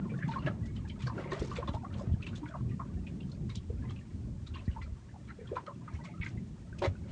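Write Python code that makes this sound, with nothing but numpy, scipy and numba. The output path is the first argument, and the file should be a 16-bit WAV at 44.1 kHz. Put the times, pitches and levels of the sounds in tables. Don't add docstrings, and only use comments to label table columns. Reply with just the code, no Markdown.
import sys
import numpy as np
from scipy import signal
from scipy.fft import rfft, irfft, next_fast_len
from scipy.io import wavfile
from scipy.ndimage import uniform_filter1d
from numba import njit

SR = 44100
rng = np.random.default_rng(int(sys.argv[2]) if len(sys.argv) > 2 else 0)


def store_wav(level_fs):
    pcm = np.round(np.clip(np.atleast_2d(level_fs), -1, 1) * 32767)
    wavfile.write(sys.argv[1], SR, pcm.T.astype(np.int16))


def level_to_linear(level):
    exponent = np.asarray(level, float) / 20
    return 10 ** exponent


N = 313859
TIME = np.arange(N) / SR

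# time_s, rumble_db, flutter_db
BREEZE_LEVELS = [(0.0, -52, -41.5), (0.121, -59, -41.5), (0.28, -50.5, -40.5), (0.67, -47, -41),
                 (0.87, -48, -46), (1.29, -51.5, -42.5), (1.4, -50.5, -44), (1.62, -50.5, -48.5),
                 (1.9, -52, -43.5), (2.1, -49, -43.5), (2.43, -51, -46), (2.85, -46, -42),
                 (3.52, -46.5, -45), (3.7, -43.5, -44.5), (4.04, -49, -44.5), (4.43, -46.5, -45.5),
                 (4.87, -48, -48.5), (5.05, -52, -52.5), (5.25, -54.5, -49.5), (5.35, -53.5, -51.5),
                 (5.82, -61, -50.5), (6.06, -70, -43.5), (6.3, -52, -45), (6.57, -47, -46.5),
                 (6.81, -46.5, -43.5), (7.11, -46.5, -44)]
# start_s, level_db, starting_pitch_hz, t60_s
WIND_BUFFETS = [(0.119, -25, 184, 0.051), (.24, -24, 149.4, 0.16), (0.275, -20.5, 180, 0.07),
                (0.499, -22.5, 155, 0.046), (1.034, -27.5, 130.2, 0.44), (1.416, -11.5, 152, 0.014),
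                (1.691, -10, 173, 0.017), (1.398, -25, 60, 0.088), (1.699, -26.5, 75, 0.1),
                (1.745, -21.5, 88, 0.06), (1.96, -19.5, 111, 0.03), (2.073, -18, 150, 0.03),
                (2.089, -24, 87, 0.12), (2.114, -17.5, 87.7, 0.079), (2.138, -12, 116, 0.034),
                (2.607, -28.5, 127, 0.39), (2.707, -20, 90, 0.04), (3.572, -22, 94.5, 0.064),
                (4.678, -14, 158, 0.032), (4.686, -17.5, 78, 0.075), (4.917, -26.5, 66.6, 0.11),
                (6.199, -17.5, 98, 0.035), (5.935, -27.5, 86, 0.18), (6.369, -24.5, 70, 0.057),
                (6.873, -19, 104, 0.1)]
# frequency_hz, density_db_per_hz
WIND_SPECTRUM = [(12, -34), (20, -16.5), (75, 2.5), (203, -0.5), (316, -16.5), (375, -18.5), (485, -44),
                 (600, -36.5), (780, -52.5), (1320, -120)]
# frequency_hz, density_db_per_hz
SEA_SPECTRUM = [(260, -13), (450, 0), (622, -10), (736, -13), (860, -7), (4880, -10.5), (6920, -10.5),
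                (9090, -15.5), (9950, -26.5), (12900, -62.5), (21900, -120)]
# time_s, level_db
TRICKLE_LEVELS = [(0.0, -64), (0.38, -53.5), (0.5, -53.5), (0.59, -69), (.8, -64), (1.05, -62), (1.21, -53),
                  (1.57, -54), (1.88, -61.5), (1.94, -62.5), (2.89, -66.5), (3.7, -68.5), (3.87, -59),
                  (4.1, -71), (4.4, -72), (4.6, -64.5), (4.95, -68.5), (5.25, -71.5), (5.57, -57.5),
                  (5.75, -67.5), (5.9, -60.5), (6.12, -61.5), (6.3, -62.5), (6.42, -72), (6.84, -66),
                  (7.12, -61.5)]
# crest_s, level_db
GURGLE_SURGES = [(0.049, -52.5), (0.497, -49), (1.207, -43.5), (1.34, -41.5), (1.57, -44.5), (1.991, -47.5),
                 (2.299, -54.5), (3.73, -62.5), (5.571, -52), (6.339, -59.5), (6.843, -51.5), (7.1, -56.5)]
# time_s, level_db, pitch_hz, t60_s
CLEAR_DRIPS = [(0.015, -57, 1386, 0.092), (0.291, -39, 900, 0.12), (0.308, -37.5, 904, 0.086),
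               (0.575, -56, 607, 0.086), (0.61, -63, 1690, .06), (0.635, -58, 1960, 0.073),
               (.655, -57, 1950, 0.1), (0.704, -58, 1940, 0.046), (0.684, -58.5, 2170, 0.1),
               (1.518, -34, 1135, 0.044), (2.095, -53, 667, .09), (2.42, -42.5, 297.7, 0.23),
               (3.43, -48.5, 336, 0.17), (3.826, -56, 1680, 0.1), (3.842, -54.5, 1017, 0.12),
               (3.899, -54.5, 1215, 0.05), (6.015, -59, 1960, 0.14), (6.078, -50.5, 592, 0.082),
               (6.095, -51, 845, 0.057), (6.142, -54, 1255, 0.084), (6.731, -41.5, 1526, 0.028),
               (6.956, -51, 1460, 0.049)]
# time_s, level_db, pitch_hz
AIR_POCKETS = [(0.057, -46, 1050), (0.101, -46, 2350), (0.12, -45, 464), (0.142, -51, 1450),
               (0.193, -43.5, 1740), (0.227, -31.5, 1715), (0.232, -44, 2090), (.385, -42, 1062),
               (0.121, -59, 1085), (0.314, -50, 4020), (0.341, -41, 1425), (0.362, -31.5, 1060),
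               (0.39, -53, 4220), (0.408, -54, 2820), (0.426, -49, 2710), (0.471, -48.5, 3090),
               (0.471, -34, 1680), (0.476, -38, 607), (0.485, -38, 1290), (0.769, -52.5, 3060),
               (0.848, -54, 885), (0.856, -50.5, 1660), (0.905, -47.5, 2280), (1.01, -48.5, 2470),
               (0.9, -46, 3100), (1.029, -47, 3020), (1.071, -41, 4550), (1.074, -42, 1600),
               (1.082, -38, 1093), (1.102, -40.5, 1013), (1.162, -48.5, 966), (1.181, -45, 1400),
               (1.19, -43.5, 548), (1.203, -45.5, 2000), (1.262, -47, 540), (1.245, -44.5, 2100),
               (1.278, -41.5, 2140), (1.322, -32.5, 1075), (1.321, -34, 1833), (1.332, -36.5, 387),
               (1.337, -44, 3240), (1.394, -47, 3260), (1.423, -35.5, 433), (1.483, -52, 954),
               (1.52, -38, 1094), (1.562, -44, 3560), (1.564, -42, 2566), (1.58, -38.5, 482),
               (1.629, -35.5, 1046), (1.679, -42.5, 3500), (1.68, -38.5, 1064), (1.738, -49.5, 3340),
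               (1.741, -40, 616), (1.744, -35, 844), (1.836, -43.5, 755), (1.851, -41, 1124),
               (1.915, -51, 1290), (1.952, -51, 1050), (1.955, -45.5, 544), (1.998, -43, 1050),
               (2.011, -42.5, 579), (2.122, -55.5, 3120), (2.229, -41, 2590), (2.27, -38, 2670),
               (2.287, -48, 3680), (2.36, -43.5, 3440), (2.362, -50, 6470), (2.376, -53, 3970),
               (2.21, -53, 1305), (2.335, -50, 1440), (2.435, -44.5, 947), (2.462, -48, 2160),
               (2.466, -39, 1480), (2.5, -46, 664), (2.514, -44.5, 1495), (2.55, -40.5, 662),
               (2.543, -38.5, 1170), (2.555, -38, 970), (2.585, -50, 1134), (2.696, -49, 2440),
               (2.714, -50.5, 1940), (2.801, -33.5, 1086), (2.803, -51, 680), (2.831, -50.5, 1077),
               (3.071, -44.5, 2480), (3.209, -47, 2780), (3.321, -49.5, 4220), (3.497, -53, 1135),
               (3.502, -45, 3780), (3.502, -48, 2170), (3.556, -37.5, 3370), (3.702, -45, 440),
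               (3.728, -44.5, 443), (3.855, -56, 2010), (3.88, -54, 2030), (3.898, -47, 3200),
               (3.966, -47, 2630), (4.015, -59.5, 1795), (4.11, -59, 1900), (4.471, -48, 3740),
               (4.546, -43.5, 2790), (4.559, -46.5, 1083), (4.594, -52.5, 2640), (4.657, -55, 4400),
               (4.682, -47, 1870), (4.717, -51.5, 2920), (4.765, -43, 900), (4.819, -43.5, 2010),
               (4.831, -51, 4160), (4.862, -54, 1325), (5.094, -52.5, 1745), (5.144, -50.5, 836),
               (5.296, -41.5, 1860), (5.297, -43, 1337), (5.414, -43, 437), (5.391, -43.5, 460),
               (5.404, -51, 1780), (5.46, -57, 1390), (5.476, -51, 3250), (5.492, -51, 1055),
               (5.494, -54.5, 2450), (5.518, -38.5, 426), (5.532, -33, 497), (5.569, -29, 1000),
               (5.57, -38, 1330), (5.575, -53.5, 2015), (5.673, -40, 1250), (5.68, -50.5, 570),
               (5.696, -41.5, 1036), (5.815, -56, 990), (5.882, -43.5, 1236), (5.888, -51, 2000),
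               (5.944, -55, 5800), (5.954, -48.5, 2180), (5.993, -49, 943), (6.056, -44, 2170),
               (6.051, -52, 1100), (6.088, -53.5, 2120), (6.12, -60, 2200), (6.218, -32, 2230),
               (6.264, -47.5, 1590), (6.266, -41.5, 2125), (6.377, -56, 2040), (6.79, -49, 2540),
               (6.821, -35, 370), (6.823, -35, 972), (6.841, -28.5, 545), (6.848, -37, 2060)]
# start_s, spray_db, body_above_spray_db, time_scale_s
WAVELET_SLAPS = [(0.166, -52, -19, 0.012), (0.273, -51, 12, 0.014), (0.312, -49, 15, 0.011),
                 (0.459, -53, 24, 0.0071), (0.651, -55.5, 4.5, .011), (0.745, -56, 6, 0.018),
                 (0.872, -53, -7, 0.013), (0.987, -52.5, 11.5, 0.021), (1.025, -49, 5, 0.0082),
                 (1.053, -53, 8, 0.0071), (1.167, -57.5, 8.5, 0.017), (1.3, -45.5, 8.5, 0.02),
                 (1.345, -53.5, -12, 0.01), (1.392, -46.5, -21, 0.011), (1.418, -43.5, -30, 0.02),
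                 (1.485, -48.5, 5, 0.034), (1.555, -44, 13.5, 0.0094), (1.673, -49.5, 12, 0.0043),
                 (1.72, -53, -17, 0.018), (1.921, -55, 14, 0.017), (1.969, -49.5, -19, 0.024),
                 (2.213, -52, 2, 0.012), (2.256, -50.5, 10, 0.013), (2.349, -47.5, -9, 0.005),
                 (2.373, -45, -8, .004), (2.474, -51, 1.5, 0.011), (3.295, -52.5, -10, 0.0033),
                 (3.487, -53.5, 9.5, 0.015), (3.554, -38, -3, 0.0031), (3.905, -50, 12, 0.004),
                 (4.463, -50, 3, 0.0083), (4.532, -57, 15, 0.025), (4.816, -54.5, 14.5, 0.0073),
                 (5.267, -63, 17, 0.021), (5.553, -54, 17, 0.0053), (5.661, -60.5, 20, 0.0049),
                 (5.933, -54.5, -11, 0.0052), (6.032, -50, 1.5, 0.018), (6.231, -48.5, 7, 0.023),
                 (6.779, -47.5, -17, 0.013), (6.836, -40, 14.5, 0.012), (7.08, -62, 13, 0.011)]
# start_s, level_db, hold_s
FLAT_SMACKS = [(0.358, -55.5, 0.035), (0.459, -44.5, 0.024), (1.065, -48.5, 0.014), (1.319, -46.5, 0.021),
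               (1.679, -44, .015), (1.735, -45.5, 0.012), (2.066, -56, 0.0094), (4.555, -71, .04),
               (5.562, -48, 0.019), (5.66, -60, 0.014), (6.819, -35, 0.042)]
# frequency_hz, density_db_per_hz
SMACK_SPECTRUM = [(200, -22), (330, 4), (550, 6.5), (1000, -5.5), (2000, -11.5), (4000, -17.5), (8000, -35),
                  (12000, -54)]

SWELL_S = 0.0021


def unit(x):
    return x / np.sqrt(np.mean(x ** 2))


def band(x, lo_hz, hi_hz):
    return signal.sosfilt(signal.butter(2, [lo_hz, hi_hz], "band", fs=SR, output="sos"), x)


def noise_band(lo_hz, hi_hz):
    return unit(band(rng.standard_normal(N), lo_hz, hi_hz))


def coloured(points):
    hz, db = np.transpose(points)
    size = next_fast_len(N)
    f = np.maximum(np.fft.rfftfreq(size, 1 / SR), 1)
    gain = level_to_linear(np.interp(np.log(f), np.log(hz), db))
    return unit(irfft(rfft(rng.standard_normal(size)) * gain, size)[:N])


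def walk(rate_hz):
    hold = int(SR / rate_hz)
    steps = np.repeat(rng.standard_normal(N // hold + 1), hold)
    return unit(uniform_filter1d(uniform_filter1d(steps, hold), hold)[:N])


def add(out, start_s, piece):
    i = int(max(start_s, 0) * SR)
    out[i:i + len(piece)] += piece[:max(len(out) - i, 0)]


def ring(hz, t60, rise, glide, turn):
    t = np.arange(int(t60 * SR) + 1) / SR
    phase = 2 * np.pi * (hz * (t + glide * t ** 2 / t60 / 2) + turn)
    swell = (1 - np.exp(-t / rise)) ** 2
    return swell * np.exp(-np.log(1000) * t / t60) * np.sin(phase)


def swarm(count, lo_hz, octaves, cycles, tilt_db):
    out = np.zeros(N)
    for when, size, pitch, turn in rng.random((count, 4)):
        hz = lo_hz * 2 ** (octaves * pitch)
        size_db = -3.5 * np.log(1 - 0.97 * size)
        bubble = ring(hz, cycles / hz, rise=3.4 / hz, glide=0.073, turn=turn)
        add(out, when * N / SR, level_to_linear(size_db + tilt_db * pitch) * bubble)
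    return unit(out)


@njit
def moving_bandpass(x, hz, damp):
    y, b, l = np.empty(len(x)), 0., 0.
    for i in range(len(x)):
        g = np.tan(np.pi * hz[i] / SR)
        v = (b + g * (x[i] - l)) / (1 + g * (g + damp))
        b, l, y[i] = 2 * v - b, l + 2 * g * v, damp * v
    return y


def breeze():
    time_s, rumble_db, flutter_db = np.transpose(BREEZE_LEVELS)
    split_hz = 115
    wind = coloured(WIND_SPECTRUM) * level_to_linear(1.8 * walk(14))
    deep = unit(band(wind, 40, split_hz))
    upper = unit(band(wind, split_hz, 4000))
    eddy_hz = 125 * np.exp(0.15 * walk(5))
    eddies = unit(moving_bandpass(rng.standard_normal(N), eddy_hz, 0.3)) * level_to_linear(1.6 * walk(20))
    flutter = upper + level_to_linear(-0.5) * band(eddies, 37, 305)
    gust_db = 2.2 * walk(12)
    steady = level_to_linear(np.interp(TIME, time_s, rumble_db) + gust_db + 6) * deep
    steady += level_to_linear(np.interp(TIME, time_s, flutter_db) + gust_db + 1.5) * flutter
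    thumps = np.zeros(N)
    for start_s, db, hz, t60 in WIND_BUFFETS:
        add(thumps, start_s, level_to_linear(db) * ring(hz, t60, rise=0.0013, glide=-0.61, turn=0))
    return band(steady + band(thumps, 32, 3000), 25, 2600)


def sea():
    return level_to_linear(-70 + 0.61 * walk(40)) * coloured(SEA_SPECTRUM)


def trickle():
    time_s, level_db = np.transpose(TRICKLE_LEVELS)
    wash = noise_band(350, 2200) * level_to_linear(4.1 * walk(29))
    small = swarm(count=800, lo_hz=520, octaves=2.4, cycles=36, tilt_db=-11)
    drops = swarm(count=300, lo_hz=900, octaves=1.9, cycles=70, tilt_db=-7)
    running = level_to_linear(-3) * small + level_to_linear(-9) * wash + level_to_linear(-9) * drops
    gurgles = swarm(count=1100, lo_hz=297.6, octaves=1.566, cycles=9.8, tilt_db=-22.5)
    gurgles = gurgles + 0.49 * noise_band(170, 990)
    rise_db_per_s, fall_db_per_s, calm_db = 139.5, 100.5, -67.0
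    gurgle_db = np.full(N, calm_db)
    for crest_s, db in GURGLE_SURGES:
        below_crest_db = np.maximum(rise_db_per_s * (crest_s - TIME), fall_db_per_s * (TIME - crest_s))
        gurgle_db = np.maximum(gurgle_db, db - below_crest_db)
    return level_to_linear(np.interp(TIME, time_s, level_db)) * running + level_to_linear(gurgle_db) * gurgles


def drips():
    out = np.zeros(N)
    for time_s, db, hz, t60 in CLEAR_DRIPS:
        add(out, time_s - 2 * SWELL_S, level_to_linear(db + 6) * ring(hz, t60, rise=0.002, glide=0.058, turn=0))
    return out * level_to_linear(3 * walk(120))


def cavity_fizz(noise, hz):
    t = np.arange(len(noise)) / SR
    burst = (t / 0.0073) * np.exp(1 - t / 0.0067)
    trail = 0.32 * (t / 0.023) * np.exp(1 - t / 0.014)
    wide = band(band(noise, hz, hz * 1.96), hz / 1.66, hz * 1.054)
    return unit(wide) * (burst + trail)


def plops():
    out = np.zeros(N)
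    chance = rng.random((len(AIR_POCKETS), 4, 4))
    fizz = rng.standard_normal((len(AIR_POCKETS), SR // 16))
    for (time_s, db, hz), neighbours, noise in zip(AIR_POCKETS, chance, fizz):
        t60 = 0.053 * (hz / 1000) ** -0.56
        add(out, time_s - 2 * SWELL_S, level_to_linear(db + 6) * ring(hz, t60, rise=SWELL_S, glide=0, turn=0))
        add(out, time_s - 0.008, level_to_linear(db - 15.5) * cavity_fizz(noise, hz))
        for late, off, turn, slide in neighbours:
            near_hz = hz * np.exp(0.24 * (off - 0.45))
            near = ring(near_hz, 0.51 * t60, rise=SWELL_S, glide=0.27 * (slide - 0.45), turn=turn)
            add(out, time_s + 0.03 * (late - 0.2), level_to_linear(db + 1.5) * near)
    return out * level_to_linear(3.2 * walk(150))


def slaps():
    spray_noise = rng.standard_normal(N)
    spray = unit(band(band(spray_noise, 2500, 7500), 3000, 8000)) * level_to_linear(5.3 * walk(250))
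    spray = spray + 0.92 * swarm(count=2500, lo_hz=3226, octaves=1.3, cycles=73, tilt_db=3)
    froth = swarm(count=7000, lo_hz=900, octaves=2.32, cycles=26, tilt_db=5.5)
    froth = froth + 0.31 * noise_band(1700, 2800)
    spray_gain, froth_gain = np.zeros(N), np.zeros(N)
    for start_s, db, body_db, scale_s in WAVELET_SLAPS:
        t = np.arange(int(6 * scale_s * SR) + 1) / (scale_s * SR)
        shape = (1 - np.exp(-t / 0.84)) ** 2 * np.exp(-t ** 0.98)
        add(spray_gain, start_s, level_to_linear(db) * shape)
        add(froth_gain, start_s, level_to_linear(db + body_db) * shape)
    return level_to_linear(-2.5) * spray_gain * spray + froth_gain * froth


def smacks():
    rise_s, fall_s = 0.0011, 0.0048
    gain = np.zeros(N)
    for start_s, db, hold_s in FLAT_SMACKS:
        t = np.arange(int((hold_s + 8 * fall_s) * SR)) / SR
        shape = (1 - np.exp(-t / rise_s)) * np.exp(-np.maximum(t - hold_s, 0) / fall_s)
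        add(gain, start_s, level_to_linear(db) * shape)
    return gain * coloured(SMACK_SPECTRUM) * level_to_linear(1.3 * walk(200))


def hull(x):
    t60_s = 0.088
    t = np.arange(int(t60_s * SR)) / SR
    decay = np.exp(-np.log(1000) * t / t60_s) * (1 - np.exp(-t / 0.0043))
    tail = rng.standard_normal(len(t)) * decay
    return x + level_to_linear(-9) * signal.fftconvolve(x, tail / np.sqrt(np.sum(tail ** 2)))[:N]


def scene():
    wind_and_sea = breeze() + sea()
    water = trickle() + drips() + plops() + slaps() + smacks()
    return (wind_and_sea + hull(water))[None]


def band_limit(x):
    return signal.sosfilt(signal.butter(12, 10100, fs=SR, output="sos"), x)


def record(dry):
    top_cut = signal.ellip(8, 0.2, 60, 10050, fs=SR, output="sos")
    mix = signal.sosfilt(top_cut, dry)
    return band_limit(mix)


dry = scene()
out = record(dry)
store_wav(out)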